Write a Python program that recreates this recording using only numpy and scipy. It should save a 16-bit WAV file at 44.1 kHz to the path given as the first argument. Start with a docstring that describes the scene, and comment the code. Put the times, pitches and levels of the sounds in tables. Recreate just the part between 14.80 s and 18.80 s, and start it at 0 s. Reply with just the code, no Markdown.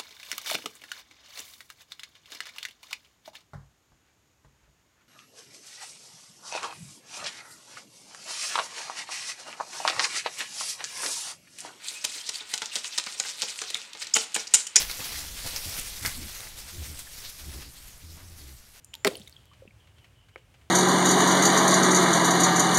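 """Dry leaves crash close to the microphone as wild boars bolt past and run off up a wooded slope.
Each footfall crushes a burst of tiny leaf fractures; twigs snap, near hooves thud on the soil and one
stick breaks. Low growling grunts, throat pulses with a rasp and a ringing snout, carry on as the
rustle recedes uphill into a faint rumble of air. The trunks give the leaves and wood a short tail."""
import sys
import numpy as np
from scipy import signal
from scipy.fft import rfft, irfft, next_fast_len
from scipy.io import wavfile
from scipy.ndimage import uniform_filter1d, map_coordinates

SR = 44100
rng = np.random.default_rng(int(sys.argv[2]) if len(sys.argv) > 2 else 0)


def wav_record(signal):
    """Record a signal, one row per channel, as 16-bit PCM in the file named by sys.argv[1]."""
    frames = np.transpose(np.atleast_2d(signal))
    bounded = np.clip(frames, -1, 1)
    # unit amplitude maps onto the largest positive 16-bit level
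    quanta = np.round(bounded * 32767).astype(np.int16)
    wavfile.write(sys.argv[1], SR, quanta)


N = 176400
T = np.arange(N) / SR


def amp(db):
    """Decibels to gain."""
    return 10 ** (np.asarray(db) / 20)


def unit(x):
    """Scale to rms 1."""
    return x / np.sqrt(np.mean(x ** 2) + 1e-20)


def curve(points):
    """Straight lines in time through (time_s, value) points."""
    return np.interp(T, *np.transpose(points))


def wobble(knots_per_s):
    """A smooth random curve."""
    return map_coordinates(rng.standard_normal(2000), [T * knots_per_s + 2], mode="wrap")


def colour(x, points):
    """Minimum-phase filter through (frequency_hz, gain_db) points."""
    size = 2 * next_fast_len(N // 2 + SR // 4)
    hz, db = np.transpose(points)
    gain = amp(np.interp(np.log(np.fft.rfftfreq(size, 1 / SR) + 1), np.log(hz), db))
    cepstrum = irfft(np.log(gain), size)
    cepstrum[1:size // 2] *= 2
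    cepstrum[size // 2 + 1:] = 0
    return irfft(rfft(x, size) * np.exp(rfft(cepstrum)), size)[:N]


def resonance(x, hz, width_hz):
    """A resonance whose centre follows the curve hz; white noise keeps its rms."""
    turn = np.exp(2j * np.pi * np.cumsum(hz) / SR)
    pole = np.exp(-np.pi * width_hz / SR)
    return np.real(turn * signal.lfilter([np.sqrt(2 * (1 - pole ** 2))], [1, -pole], x / turn))


def fractures(spectrum, per_s, spread_db, hiss):
    """Tiny leaf fractures of uneven size over a smooth sliding hiss, coloured and scaled to rms 1."""
    hits = rng.random(N) < per_s / SR
    size = amp(spread_db * np.minimum(rng.exponential(size=N), 4.5))
    clicks = unit(hits * size * rng.choice([-1, 1], N))
    return unit(colour(clicks + hiss * rng.standard_normal(N), spectrum))


def leaf_variety(x, depth_db):
    """Different leaves give each instant a slightly different colour."""
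    spectra = signal.stft(x, nperseg=512)[2]
    patches = rng.standard_normal(spectra.shape)
    for _ in range(2):
        patches = uniform_filter1d(uniform_filter1d(patches, size=11, axis=0), size=7, axis=1)
    return signal.istft(spectra * amp(depth_db * unit(patches)), nperseg=512)[1][:N]


# Leaves stirring between footfalls, fainter with distance: time_s, level_db
LEAF_STIR = [(0, -40), (.3, -39.5), (.5, -43.5), (.72, -39), (.95, -42), (1.35, -44), (1.62, -44),
             (1.73, -50), (2.1, -45), (2.29, -49), (2.42, -49.5), (2.7, -48.5), (2.88, -52.5), (3.12, -53),
             (3.22, -53.5), (3.68, -56), (3.8, -57)]
# Footfalls, from beside the microphone to far up the slope: crest_s, level_db, decay_s, brightness_db
FOOTFALLS = [(.005, -26.5, 0.019, -2), (.021, -33, 0.023, -5.5), (0.111, -36, 0.032, -2),
             (.21, -43, 0.12, -10.5), (.26, -34.5, 0.026, 0), (.335, -39, 0.13, -2),
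             (.39, -38.5, 0.038, 1.5), (.59, -40, 0.016, -3.5), (0.676, -35, 0.045, -2.5),
             (0.774, -35.5, 0.023, -4), (.852, -39, 0.11, 2), (.945, -38.5, 0.079, -2.5),
             (0.986, -34.5, 0.024, -0.5), (1.08, -39, 0.029, -0.5), (1.165, -43.5, 0.077, -2.5),
             (1.235, -41, 0.028, -1), (1.268, -31, 0.039, -0.5), (1.375, -53.5, 0.015, 15),
             (1.43, -42.5, 0.026, -1), (1.497, -41, 0.014, -4.5), (1.557, -40.5, 0.027, -3),
             (1.635, -47.5, 0.066, -8.5), (1.791, -41, 0.03, 1.5), (1.897, -43, 0.023, -2.5),
             (2.052, -43, 0.026, -3), (2.203, -42.5, 0.016, -1.5), (2.33, -48, 0.034, 3),
             (2.385, -44, 0.096, -0.5), (2.455, -46, 0.028, -4), (2.501, -45, 0.0079, 5),
             (2.595, -45.5, 0.02, -3), (2.725, -54.5, 0.069, -12.5), (2.821, -45.5, 0.024, -8),
             (3.085, -56, 0.042, 3), (3.325, -55.5, 0.18, 5), (3.59, -49.5, 0.081, -1),
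             (3.69, -52, 0.047, 0), (3.96, -53.5, .04, -6)]
# Spectra of the low, middle and high layers of the rustle: frequency_hz, gain_db
CRUSH_SPECTRUM = [(100, 1.5), (250, -6), (500, -1.5), (900, -1), (1400, 1.5), (2000, 3), (2700, 1.5),
                  (4000, -0.5), (8000, -10)]
CRACKLE_SPECTRUM = [(800, -50), (2000, -6.5), (3000, -4), (4300, 0.5), (5600, 1), (7000, -4), (9000, -10),
                    (15000, -11.5)]
FIZZ_SPECTRUM = [(3000, -60), (6000, -5), (7800, -1.5), (10000, -1.5), (12000, -2.5), (14000, -4),
                 (15800, -21)]
# Rise and fall of the high layer: time_s, gain_db
FIZZ_GAIN = [(0, -6), (.4, -4), (.9, -4.5), (1.3, -4), (2.2, -4), (3.1, -1.5), (3.3, -6.5), (4, -3)]


def leaves(rise_s=0.023):
    """Footfalls and stirring on the wood's floor drive three layers of fractures: crush, crackle, fizz."""
    stir = amp(curve(LEAF_STIR) + 0.31 * wobble(23.3))

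    def effort(tilt):
        """Stirring and footfalls add in power; a positive tilt favours the bright steps."""
        power = stir ** 2
        for crest_s, level_db, decay_s, brightness_db in FOOTFALLS:
            age = T - crest_s
            burst = np.exp(-(np.minimum(age, 0) / rise_s) ** 2 - np.maximum(age, 0) / decay_s)
            power += (amp(level_db + tilt * brightness_db) * burst) ** 2
        return np.sqrt(power)

    flutter = amp(0.57 * wobble(260))
    crush = fractures(CRUSH_SPECTRUM, per_s=1400, spread_db=2.5, hiss=0.57)
    crush *= amp(-7.5 + 0.66 * wobble(40.34)) * effort(tilt=-0.97)
    crackle = fractures(CRACKLE_SPECTRUM, per_s=4000, spread_db=1.6, hiss=0.7)
    crackle *= amp(-2.5 + wobble(60)) * effort(tilt=0)
    fizz = fractures(FIZZ_SPECTRUM, per_s=3500, spread_db=4.0, hiss=1.0)
    fizz *= amp(curve(FIZZ_GAIN)) * effort(tilt=1)
    return leaf_variety(crush + crackle + fizz, depth_db=1.5) * flutter


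# Spectrum of the air on the hillside: frequency_hz, gain_db
AIR_SPECTRUM = [(10, 1), (45, -0.5), (90, -9), (150, -13.5), (300, -24), (700, -25), (2000, -26.5),
                (6000, -45.5)]
# Its slow swells at the microphone: time_s, level_db
AIR_LEVEL = [(0, -49.5), (.75, -44.5), (1.7, -48), (2.1, -51.5), (2.8, -49.5), (4, -54)]


def air_rumble(swing_db=1.8):
    """Low, unsteady air movement on the hillside, behind everything else."""
    rumble = unit(colour(rng.standard_normal(N), AIR_SPECTRUM))
    return rumble * amp(curve(AIR_LEVEL) + swing_db * wobble(9.1))


def trunk_scatter(x, t60_s=0.3, build_s=0.013, gain_db=-12):
    """The surrounding trunks scatter a short, faint tail back to the microphone."""
    t = np.arange(SR // 2) / SR
    tail = rng.standard_normal(len(t)) * amp(-60 * t / t60_s) * (1 - np.exp(-t / build_s))
    return amp(gain_db) * signal.fftconvolve(x, tail / np.linalg.norm(tail))[:N]


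# Twigs snapping underfoot on the nearer ground: start_s, level_db, pitch_hz, t60_s
TWIG_SNAPS = [(0.0207, -17, 4200, 0.0082), (0.099, -24, 2200, 0.017), (.1135, -16, 4360, 0.006),
              (0.2042, -26.5, 2440, 0.023), (.343, -32, 1960, 0.04), (0.355, -32.5, 1950, 0.13),
              (0.762, -15, 5500, 0.017), (.855, -24, 9800, .012), (.894, -25, 5260, 0.028),
              (0.9972, -19.5, 8400, 0.0079), (1.261, -13, 4400, 0.012), (1.606, -27, 3900, 0.006),
              (1.671, -33.5, 1930, 0.028), (2.063, -30.5, 1810, 0.025), (2.192, -24, 8260, 0.014),
              (2.269, -34, 1720, 0.042)]


def twigs(relative_width=0.085, gain_db=-6.5):
    """Each snap is a short, broad ring at the twig's pitch and a sharp crack a fifth as long."""
    out, t = np.zeros(N + SR), np.arange(SR // 20) / SR
    hz = np.fft.rfftfreq(len(t), 1 / SR)
    for start_s, level_db, pitch_hz, t60_s in TWIG_SNAPS:
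        damping = 1j * hz * pitch_hz * relative_width
        band = damping / (pitch_hz ** 2 - hz ** 2 + damping)
        ring = unit(irfft(rfft(rng.standard_normal(len(t))) * band, len(t))) * amp(-60 * t / t60_s)
        crack = rng.standard_normal(len(t)) * amp(-60 * t / (0.2 * t60_s))
        out[round(start_s * SR):][:len(t)] += amp(level_db + gain_db) * (ring + 0.95 * crack)
    return out[:N]


# Hooves landing near enough to thud: crest_s, level_db
HOOF_THUDS = [(0.203, -41), (0.651, -42.5), (0.665, -38.5), (0.737, -42), (0.862, -47), (0.989, -43),
              (1.256, -42), (1.604, -45), (1.667, -47), (2.024, -45), (3.375, -47.5)]
# Spectrum of the struck soil: frequency_hz, gain_db
SOIL_SPECTRUM = [(20, -2), (45, -14), (90, 2), (160, -0.5), (350, -10.5), (700, -9), (1200, -20.5),
                 (3000, -44)]


def hooves(rise_s=0.0068, decay_s=0.0089):
    """Dull blows on soft soil, each a quick swell of low noise."""
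    force = np.zeros(N)
    for crest_s, level_db in HOOF_THUDS:
        age = T - crest_s
        force += amp(level_db) * np.exp(np.minimum(age, 0) / rise_s - np.maximum(age, 0) / decay_s)
    return force * unit(colour(rng.standard_normal(N), SOIL_SPECTRUM))


# Grunts, passing and then uphill: start_s, length_s, level_db, first_hz, last_hz, roughness, snout_hz
BOAR_GRUNTS = [(0.29, 0.25, -49, 70, 74.6, 0.4, 268), (0.837, 0.073, -37, 89.2, 84, 0.32, 285),
               (1.195, 0.11, -39.5, 97, 78.2, 0.58, 290), (1.341, 0.15, -41, 78.9, 73.4, 0.73, 245),
               (1.902, 0.1, -43, 84, 88.5, 0.46, 343), (1.957, 0.097, -33, 88.1, 68, 0.19, 302),
               (2.047, 0.12, -41, 70, 77.1, 0.43, 318), (2.572, 0.12, -46.5, 72.2, 79.5, 0.46, 320),
               (2.643, 0.089, -36, 80.8, 70.4, 0.33, 340), (2.714, 0.11, -41.5, 67.2, 68.6, 0.5, 325),
               (2.797, 0.13, -51.5, 72, 70.4, 0.56, 285), (3.199, 0.2, -45, 83.9, 78.3, 0.28, 310),
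               (3.385, 0.2, -46.5, 91.3, 81.6, 0.31, 294), (3.569, 0.2, -47.5, 74.7, 62.4, 0.43, 319)]
# Spectra of the throat's pulses and of its rasp: frequency_hz, gain_db
THROAT_SPECTRUM = [(10, -77), (50, 5.5), (78, -3), (110, -0.5), (160, -19), (230, -22), (430, -33),
                   (1200, -81)]
RASP_SPECTRUM = [(25, -28), (70, -11), (120, 9.5), (200, 0), (430, -11), (600, -37), (1200, -28)]


def grunts(edge_s=0.045, jitter=0.072, scatter_db=2, rasp_db=-4, snout_db=-7, snout_q=6.2):
    """Slow, uneven throat pulses and a rasp that opens once a cycle; the snout's ring follows the mouth."""
    pulses, rasp_level, snout = np.zeros((3, N))
    drift, pulse_size, breath = wobble(60), wobble(70), rng.standard_normal(N)
    for start_s, length_s, level_db, first_hz, last_hz, roughness, snout_hz in BOAR_GRUNTS:
        end_s = start_s + length_s
        fade = np.clip(np.minimum(T - start_s, end_s - T) / edge_s, 0, 1)
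        level = amp(level_db) * np.sin(fade * np.pi / 2) ** 1.5
        pitch_hz = np.interp(T, [start_s, end_s], [first_hz, last_hz]) * (1 + jitter * roughness * drift)
        cycles = np.cumsum(pitch_hz * (T > start_s)) / SR
        beats = (np.diff(np.floor(cycles), prepend=0) > 0) * amp(scatter_db * roughness * pulse_size)
        pulses += beats * level * SR / pitch_hz / np.sqrt(2)
        opening = 1 + 0.5 * np.cos(2 * np.pi * cycles)
        rasp_level += level * roughness * opening
        gape = np.sin(np.pi * np.clip((T - start_s) / length_s, 0, 1))
        ring_hz = snout_hz * (0.64 + 0.36 * gape)  # highest with the mouth wide open
        drive = beats * np.sqrt(SR / pitch_hz) + 0.65 * opening * breath
        snout += level * roughness * resonance(drive, ring_hz, snout_hz / snout_q)
    rasp = rasp_level * unit(colour(breath, RASP_SPECTRUM))
    return colour(pulses, THROAT_SPECTRUM) + amp(rasp_db) * rasp + amp(snout_db) * snout


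# Fibres splitting in one stick on the slope: start_s, ring_db, crack_db
FIBRE_SPLITS = [(1.25, -23, -26), (1.2546, -24, -39), (1.2607, -29, -13.5), (1.2665, -44, -20),
                (1.278, -32, -40)]
# The stick's ringing modes: pitch_hz, gain_db, t60_s
STICK_MODES = [(1600, -10, 0.046), (1980, -11, 0.037), (2140, -3, 0.042), (3340, -8, 0.029),
               (4600, -14, 0.02)]


def stick(crack_band_hz=(2800, 10500), crack_t60_s=0.0068):
    """A stick gives way fibre by fibre: the first splits ring its modes, then it parts with a crack."""
    out, t = np.zeros(N + SR), np.arange(SR // 8) / SR
    band = signal.butter(1, crack_band_hz, "bandpass", fs=SR)
    for start_s, ring_db, crack_db in FIBRE_SPLITS:
        ring = np.zeros(len(t))
        for pitch_hz, gain_db, t60_s in STICK_MODES:
            decay = amp(gain_db + rng.normal(0, 2.2) - 60 * t / t60_s)
            phase_walk = np.cumsum(rng.normal(0, 0.084, len(t)))  # roughens the tone
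            ring += decay * np.sin(2 * np.pi * pitch_hz * t + phase_walk)
        crack = signal.lfilter(*band, rng.standard_normal(len(t))) * amp(-60 * t / crack_t60_s)
        out[round(start_s * SR):][:len(t)] += amp(ring_db) * ring + amp(crack_db) * crack
    return out[:N]


# Hooves sliding in the litter, farther uphill: crest_s, half_length_s, level_db, centre_hz
HOOF_SCUFFS = [(2.46, 0.027, -43, 4430), (2.977, .028, -52, 4000), (3.401, 0.037, -55, 1400)]


def scuffs(width_hz=2900):
    """A sliding hoof drags leaves over each other in one smooth swell, bright or dull."""
    out = np.zeros(N)
    for crest_s, half_length_s, level_db, centre_hz in HOOF_SCUFFS:
        band = signal.iirpeak(centre_hz, centre_hz / width_hz, SR)
        hiss = signal.lfilter(*band, signal.lfilter(*band, rng.standard_normal(N)))
        swell = np.exp(-((T - crest_s) / half_length_s) ** 2)
        out += amp(level_db) * swell * unit(hiss)
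    return out


def scene():
    """One microphone among the trees: leaves and breaking wood over hooves, grunts and moving air."""
    litter = leaves() + scuffs() + twigs() + stick()
    return (litter + trunk_scatter(litter) + hooves() + grunts() + air_rumble())[None]


def record(dry):
    """The camera's microphone channel keeps nothing above its band limit."""
    top_hz = 15750
    size = next_fast_len(N + SR // 4)
    passband = np.fft.rfftfreq(size, 1 / SR) < top_hz
    return irfft(rfft(dry, size) * passband, size)[..., :N]


dry = scene()
out = record(dry)
wav_record(out)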